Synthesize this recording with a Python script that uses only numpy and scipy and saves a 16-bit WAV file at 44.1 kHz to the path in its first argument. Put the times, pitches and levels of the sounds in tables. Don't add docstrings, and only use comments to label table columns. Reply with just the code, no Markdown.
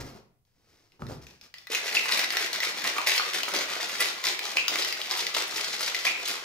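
import sys
import numpy as np
from scipy import signal
from scipy.fft import rfft, irfft, next_fast_len
from scipy.io import wavfile
from scipy.ndimage import map_coordinates

SR = 44100
rng = np.random.default_rng(int(sys.argv[2]) if len(sys.argv) > 2 else 0)


def digitize_waveform(pressure):
    field = np.atleast_2d(pressure).T
    bounded = np.clip(field, -1, 1)
    quanta = np.round(bounded * 32767).astype(np.int16)
    wavfile.write(sys.argv[1], SR, quanta)


N = 284004

# (time [s], leading splash [dB], lag of the bulk [s], bulk [dB],
# backwash [dB], gurgle offset [dB])
ARM_STROKES = [(1.698, -37, 0.016, -32.5, -35.5, -7.5), (1.937, -32, 0.034, -38, -33.5, -3),
               (2.104, -28.5, 0.056, -29.5, -50, -5.5), (2.316, -33.5, 0.071, -30.5, -58, -4),
               (2.524, -33, 0.094, -29, -48, -3), (2.766, -34.5, 0.067, -31, -37.5, -1.5),
               (3.06, -25, 0.069, -29.5, -38.5, -7), (3.329, -30.5, 0.03, -37.5, -37, -4.5),
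               (3.529, -28, 0.047, -35, -36.5, -1), (3.796, -32, .07, -38, -35.5, -2.5),
               (3.99, -28.5, 0.053, -35.5, -42.5, -3.5), (4.23, -33.5, 0.025, -31, -35.5, -5),
               (4.554, -35.5, 0.047, -66, -34.5, -3), (4.776, -29.5, 0.087, -35, -37.5, -9),
               (5.093, -31, 0.072, -30, -41.5, -5), (5.338, -28.5, 0.031, -32, -36.5, -5.5),
               (5.549, -30.5, 0.078, -35, -35.5, -7), (5.795, -31.5, 0.047, -33.5, -38, -6),
               (6.043, -30, 0.018, -79, -41.5, -5), (6.248, -31, 0.021, -31.5, -48, -8)]
# (frequency [Hz], density [dB per Hz])
SPRAY_SPECTRUM = [(800, -36), (2400, -5), (3400, 1.5), (4200, 1.5), (5300, 0.5), (6800, -4.5),
                  (8500, -13.5), (15000, -20.5)]
# (frequency [Hz], density [dB per Hz])
PATTER_SPECTRUM = [(500, -45.5), (1400, -8), (1850, -2), (1990, 1.5), (2100, 0), (2350, -0.5), (2650, -3),
                   (3100, -8), (4500, -15.5), (9000, -23.5)]
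# (frequency [Hz], level [dB])
GURGLE_RESPONSE = [(50, -29), (105, -20), (150, -11), (200, -5), (280, -6.5), (340, 1.5), (800, 4),
                   (1300, 9), (1440, 10.5), (1600, 6), (2500, 5), (6000, -52.5)]
# (frequency [Hz], density [dB per Hz])
FIZZ_SPECTRUM = [(3000, -33), (6500, -1), (8500, 2), (10500, 8.5), (15000, -1)]
# (time [s], level [dB], centre frequency [Hz])
HARD_CONTACTS = [(0.4504, -60.5, 5030), (0.9198, -46.5, 2310), (1.0668, -35, 2260), (1.2673, -33.5, 2630),
                 (1.3079, -41, 5450), (1.4117, -36.5, 5190), (1.54, -30.5, 2210), (1.5828, -32.5, 3420),
                 (1.6696, -28, 2130), (1.7481, -11.5, 2580), (1.9496, -11, 2750), (2.1221, -8.5, 3870),
                 (2.1931, -12.5, 2000), (2.2391, -18, 2000), (2.3046, -11.5, 2400), (2.369, -9, 2220),
                 (2.5304, -12.5, 3900), (2.603, -12, 2020), (2.6529, -20, 2100), (3.0711, -10.5, 2070),
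                 (3.1176, -13, 2490), (3.1783, -12, 4640), (3.4322, -12.5, 3120), (3.8043, -24, 1980),
                 (4.0042, -12, 2140), (4.2394, -15, 1950), (4.2682, -12, 5580), (4.3912, -15.5, 2480),
                 (4.6805, -9.5, 5100), (4.8223, -12.5, 3920), (4.847, -13, 2110), (4.9252, -14.5, 2470),
                 (5.015, -15.5, 3100), (5.1106, -12, 4670), (5.2669, -12, 2260), (5.3474, -14, 3500),
                 (5.946, -14.5, 1840), (6.0505, -10.5, 2260)]
# (frequency [Hz], density [dB per Hz])
CLACK_SPECTRUM = [(50, -47), (170, -28), (500, -9.5), (1500, -2.5), (2000, 2.5), (3200, 3), (5300, 5),
                  (7000, -7), (8500, -16), (15000, -11.5)]
# (time [s], level [dB], pitch [Hz], 60 dB decay time [s])
AIR_POCKETS = [(1.7, -30, 481, .045), (1.969, -4, 2720, 0.012), (2.153, -15.5, 1040, 0.0058),
               (2.9848, -9.5, 1100, .008), (3.197, -5.5, 1290, 0.0061), (3.4811, -9, 1150, 0.0039),
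               (4.57, -5, 2630, 0.011), (4.583, -10.5, 2610, 0.016), (6.068, -6.5, 2440, .012),
               (6.077, -10, 2560, .016)]
# (time [s], level [dB], damping corner [Hz])
DESK_BUMPS = [(0.0, -32.5, 400), (0.036, -37, 400), (0.995, -42, 700), (1.021, -24.5, 1000),
              (1.058, -30, 200), (1.166, -42, 102)]
# (frequency [Hz], level [dB], 60 dB decay time [s])
DESK_MODES = [(67.1, -9, 0.88), (106, -2.5, 0.21), (130, 7.5, 0.083), (143.6, 8, 0.15), (243, 2, 0.045),
              (375, -4.5, 0.079), (620, -8, 0.024), (790, -2, 0.036), (1290, 7, 0.019)]
# (time [s], swell [s], scuff [dB], swish [dB])
HAND_STROKES = [(0.0, 0.01, -36.5, -39.5), (.035, 0.031, -42.5, -49), (.14, 0.02, -47, -55.5),
                (.45, .04, -81, -75.5), (.53, 0.079, -71, -72), (.64, 0.094, -67, -64),
                (.918, .02, -67, -70), (0.991, 0.036, -45.5, -58), (1.08, 0.027, -38, -47),
                (1.212, 0.017, -62, -52), (1.263, 0.035, -58, -55), (1.421, .019, -63, -51.5),
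                (1.548, 0.038, -134, -55.5)]
# (frequency [Hz], density [dB per Hz])
SCUFF_SPECTRUM = [(30, -27), (68, 6.5), (90, 3.5), (150, 0.5), (380, 1.5), (900, -6.5), (1400, -11),
                  (2500, -41), (6000, -36)]
# (frequency [Hz], density [dB per Hz])
SWISH_SPECTRUM = [(800, -10.5), (2000, -5.5), (3500, -9), (5400, -4.5), (8500, -20), (15000, -21.5)]
# (frequency [Hz], 60 dB decay time [s])
ROOM_DECAY = [(80, 0.58), (400, 0.48), (2500, 0.51), (6000, 0.36), (14000, 0.32)]
# (frequency [Hz], correlation [-1 to 1])
ROOM_LIKENESS = [(130, 0.66), (280, 0.99), (640, 0.37), (1400, -0.15), (15000, -0.21)]
# (frequency [Hz], density [dB per Hz])
AIR_SPECTRUM = [(25, -5.5), (65, -7), (140, -2.5), (250, -27), (500, -22), (1500, -36), (5000, -34),
                (15000, -32)]
# (frequency [Hz], lead [rad])
LEFT_LEAD = [(120, 0.21), (300, 0.67), (950, 1.33), (1500, 1.14), (2000, 0.58), (2800, 1.4), (15000, 0.96)]
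# (frequency [Hz], left minus right [dB])
PORT_BALANCE = [(60, 0), (110, 2.5), (200, 0.5), (380, 0), (700, -0.5), (1290, -1.5), (2380, 0),
                (4400, 4.5), (8120, -2), (15000, -2)]

SPLASH_SWELL_S, BULK_SWELL_S, BACKWASH_SWELL_S = 0.021, 0.026, 0.043
RETURN_SHARE = 0.57
BACKWASH_DULL_DB = 0.5
PATTER_DB, PATTER_DB_PER_S = 2.5, -1.48
GURGLE_GROWTH, FOAM_GROWTH = 0.89, 1.63
CHURN_DB = -45.5
RATTLE_DB, RATTLE_PER_S = -11, 55
FOAM_SPREAD_DB = 16
TOP_HZ = 15600


def drink():
    start, swell, level_db, dull_db, air_db = throws()
    churn = amp(CHURN_DB) * (np.arange(N) / SR > start[0])
    clumps_db = 2.5 * wobble(230)

    def grown(growth):
        return level_db.mean() + growth * (level_db - level_db.mean())

    def flow(throw_db):
        own_db = 2.5 * wobble(310)
        return np.hypot(surges(start, swell, throw_db), churn) * unit(amp(clumps_db + own_db))

    patter_db = level_db + PATTER_DB + PATTER_DB_PER_S * (start - start[0])
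    foam = surges(start, 0.72 * swell, grown(FOAM_GROWTH) - dull_db)
    foam = foam * unit(amp(6.0 * wobble(80)))
    liquid = spray(flow(level_db - dull_db)) + patter(flow(patter_db))
    liquid = liquid + gurgle(flow(grown(GURGLE_GROWTH) + air_db)) + fizz(foam)
    return liquid + rattle(surges(start, swell, level_db))


def throws():
    start, splash_db, lag, bulk_db, backwash_db, gurgle_db = np.transpose(ARM_STROKES)
    period = np.append(np.diff(start), np.diff(start).mean())
    starts = np.concatenate([start, start + lag, start + RETURN_SHARE * period])
    swells = np.repeat([SPLASH_SWELL_S, BULK_SWELL_S, BACKWASH_SWELL_S], len(start))
    levels_db = np.concatenate([splash_db, bulk_db, backwash_db])
    dull_db = np.repeat([0, 0, BACKWASH_DULL_DB], len(start))
    return starts, swells, levels_db, dull_db, np.tile(gurgle_db, 3)


def spray(flow):
    return amp(1.2) * coloured(drops(rate=3200, spread_db=6), SPRAY_SPECTRUM, flow)


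def patter(flow):
    return amp(-0.52) * coloured(drops(rate=1500, spread_db=7), PATTER_SPECTRUM, flow)


def gurgle(flow):
    swarm = bubbles(centre_hz=801, octaves=1.0, cycles=7.6, rise=0.21, spread_db=4.0)
    return amp(-0.7) * coloured(swarm, GURGLE_RESPONSE, flow)


def fizz(foam):
    return amp(-14.5) * coloured(drops(rate=5200, spread_db=FOAM_SPREAD_DB), FIZZ_SPECTRUM, foam)


def rattle(motion):
    touches = drops(rate=RATTLE_PER_S, spread_db=7.5)
    return amp(RATTLE_DB) * radiated(coloured(touches, CLACK_SPECTRUM, motion))


def bubbles(centre_hz, octaves, cycles, rise, spread_db, count=6000):
    start, pitch, size = rng.integers(0, N, count), rng.standard_normal(count), rng.standard_normal(count)
    hz = np.clip(centre_hz * 2 ** (octaves * pitch), 120, 4000)[:, None]
    k = np.arange(SR // 60)
    age = hz * k / SR / cycles
    envelope = amp(spread_db * np.clip(size, -2, 2)[:, None] - 60 * age)
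    ring = envelope * np.sin(2 * np.pi * cycles * age * (1 + rise * age))
    return np.bincount((start[:, None] + k).ravel(), (ring * np.sqrt(hz)).ravel())[:N]


def drops(rate, spread_db):
    hits = rng.random(N) < rate / SR
    sizes = amp(spread_db * np.clip(rng.standard_normal(N), -2, 2))
    return hits * rng.choice([-1, 1], N) * sizes


def clacks(focus_db=5.0, octaves=0.27, scatter=0.8, scatter_t60=0.0096,
           wall_hz=1995, wall_t60=0.035, wall_db=-8):
    track, t = np.zeros(N), np.arange(SR // 20) / SR
    for s, db, centre_hz in HARD_CONTACTS:
        def favour(hz):
            return np.exp(-0.5 * (np.log2((hz + 1) / centre_hz) / octaves) ** 2)

        chatter = rng.standard_normal(len(t)) * amp(-60 * t / scatter_t60)
        force = (t == 0) + 2 * scatter * chatter / np.linalg.norm(chatter)
        body = struck(lambda hz: along(CLACK_SPECTRUM, hz) + focus_db * favour(hz))
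        tap = signal.fftconvolve(force, body)[:len(t)]
        wall_decay = amp(wall_db - 60 * t / wall_t60)
        ring = favour(wall_hz) ** 4 * wall_decay * np.sin(2 * np.pi * wall_hz * t)
        add(track, s + 0.0007, amp(db - 0.5) * (tap / np.abs(tap).max() + ring))
    return track


def pockets(attack=0.00055, breakup=2.2, shard_db=-8.0, octaves=0.173, glide=0.11, count=8):
    track, t = np.zeros(N), np.arange(SR // 10) / SR
    for s, db, hz, t60 in AIR_POCKETS:
        sweep = t * (1 + glide * (t / t60 - 0.5) / 2)
        envelope = amp(db - 60 * t / t60) * (1 - np.exp(-t / attack))

        def ring(pitch):
            return envelope * np.sin(2 * np.pi * pitch * sweep)

        add(track, s, amp(-1.0) * ring(hz))
        lateness = (np.arange(count) + 1 + rng.random(count)) / count
        for late, detune in zip(lateness, rng.standard_normal(count)):
            shard = amp(shard_db - 17.0 * late) * ring(hz * 2 ** (octaves * detune))
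            add(track, s + breakup * t60 * late, shard)
    return track


def handling():
    return bumps() + rubs()


def bumps(contact_db=-3):
    track, t = np.zeros(N), np.arange(SR // 2) / SR
    for s, db, corner_hz in DESK_BUMPS:
        ring = np.zeros(len(t))
        for k, (hz, level_db, t60) in enumerate(DESK_MODES):
            decay = amp(level_db + 2 * rng.standard_normal() - 60 * t / t60)
            mode = decay / np.hypot(1, hz / corner_hz) * np.sin(2 * np.pi * hz * t)
            ring += (-1) ** k * mode
        u = 2 * np.pi * corner_hz * t
        push = 2 * u * (2 - u) * np.exp(-u)
        add(track, s, amp(db + 1.0) * (ring / np.abs(ring).max() + amp(contact_db) * push))
    return track


def rubs():
    s, swell, scuff_db, swish_db = np.transpose(HAND_STROKES)
    scuff = surges(s, swell, scuff_db) * coloured(drops(rate=1800, spread_db=6), SCUFF_SPECTRUM)
    swish = surges(s, swell, swish_db) * coloured(drops(rate=2000, spread_db=0.5), SWISH_SPECTRUM)
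    return scuff + swish


def radiated(x, corner_hz=260):
    return signal.sosfilt(signal.butter(3, corner_hz, "highpass", fs=SR, output="sos"), x)


def room(x, count=80):
    wet, hop = np.zeros((2, N)), N // count
    fade = np.sin(np.pi * np.arange(2 * hop) / (2 * hop))
    for start in range(-hop, N, hop):
        a, b = max(start, 0), min(start + 2 * hop, N)
        stretch = x[a:b] * fade[a - start:b - start]
        for channel, tail in zip(wet, room_tail()):
            add(channel, a / SR, signal.fftconvolve(stretch, tail))
    return pair(wet, ROOM_LIKENESS)


def room_tail(build=0.0015, early=1.7, early_s=0.0026):
    hz, t, z = signal.stft(rng.standard_normal((2, int(SR * 0.6))), SR, nperseg=256)
    decay = amp(-60 * t / along(ROOM_DECAY, hz)[:, None])
    tail = signal.istft(z * decay, SR, nperseg=256)[1]
    age = np.arange(tail.shape[1]) / SR
    tail *= (1 - np.exp(-age / build)) * (1 + early * np.exp(-age / early_s))
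    return tail / np.linalg.norm(tail, axis=1, keepdims=True)


def room_air():
    noise = [coloured(rng.standard_normal(N), AIR_SPECTRUM) for channel in range(2)]
    return pair(np.array(noise), ROOM_LIKENESS)


def pair(x, alike):
    def turn(hz):
        return np.arccos(np.clip(along(alike, hz), -1, 1)) / 2

    mid, side = filtered(x, lambda hz: np.array([np.cos(turn(hz)), np.sin(turn(hz))]))
    return np.array([mid + side, mid - side])


def surges(times, swells, levels_db):
    power, t = np.zeros(N), np.arange(SR // 2) / SR
    for s, swell, db in zip(times, swells, levels_db):
        age = t / max(swell, 0.003)
        add(power, s, (amp(db) * age * np.exp(1 - age)) ** 2)
    return np.sqrt(power)


def wobble(rate):
    knots = rng.standard_normal(int(N * rate / SR) + 4)
    return unit(map_coordinates(knots, [np.arange(N) * rate / SR]))


def coloured(x, spectrum, drive=1):
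    body = struck(lambda hz: along(spectrum, hz))
    return signal.fftconvolve(x * drive, body)[:N] / np.std(signal.fftconvolve(x, body))


def struck(shape_db, size=2048):
    cepstrum = irfft(np.log(amp(shape_db(np.fft.rfftfreq(size, 1 / SR)))))
    cepstrum[1:size // 2] *= 2
    cepstrum[size // 2 + 1:] = 0
    return irfft(np.exp(rfft(cepstrum)))


def filtered(x, response):
    size = next_fast_len(x.shape[-1] + 8192)
    spectrum = rfft(x, size) * response(np.fft.rfftfreq(size, 1 / SR))
    return irfft(spectrum, size)[..., :x.shape[-1]]


def along(points, hz):
    f, v = np.transpose(points)
    return np.interp(np.log(hz + 1), np.log(f), v)


def add(track, s, sound):
    start = max(round(s * SR), 0)
    track[start:start + len(sound)] += sound[:N - start]


def unit(x):
    return x / np.sqrt(np.mean(x ** 2) + 1e-20)


def amp(db):
    return 10 ** (np.asarray(db) / 20)


def scene():
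    liquid, taps, plinks, hands = drink(), radiated(clacks()), radiated(pockets()), handling()
    direct = amp(-3) * liquid + amp(1.5) * taps + amp(1.0) * plinks + amp(-3.0) * hands
    sides = np.array([[1], [-1]])
    direct = filtered(direct, lambda hz: np.exp(0.5j * along(LEFT_LEAD, hz) * sides))
    reflected = room(amp(-4.0) * liquid + amp(1.5) * taps + amp(1.5) * plinks + amp(-8.5) * hands)
    return direct + reflected + amp(-73.5) * room_air()


def record(dry):
    halves = np.array([[0.5], [-0.5]])
    return filtered(dry, lambda hz: amp(along(PORT_BALANCE, hz) * halves) * (hz < TOP_HZ))


dry = scene()
out = record(dry)
digitize_waveform(out)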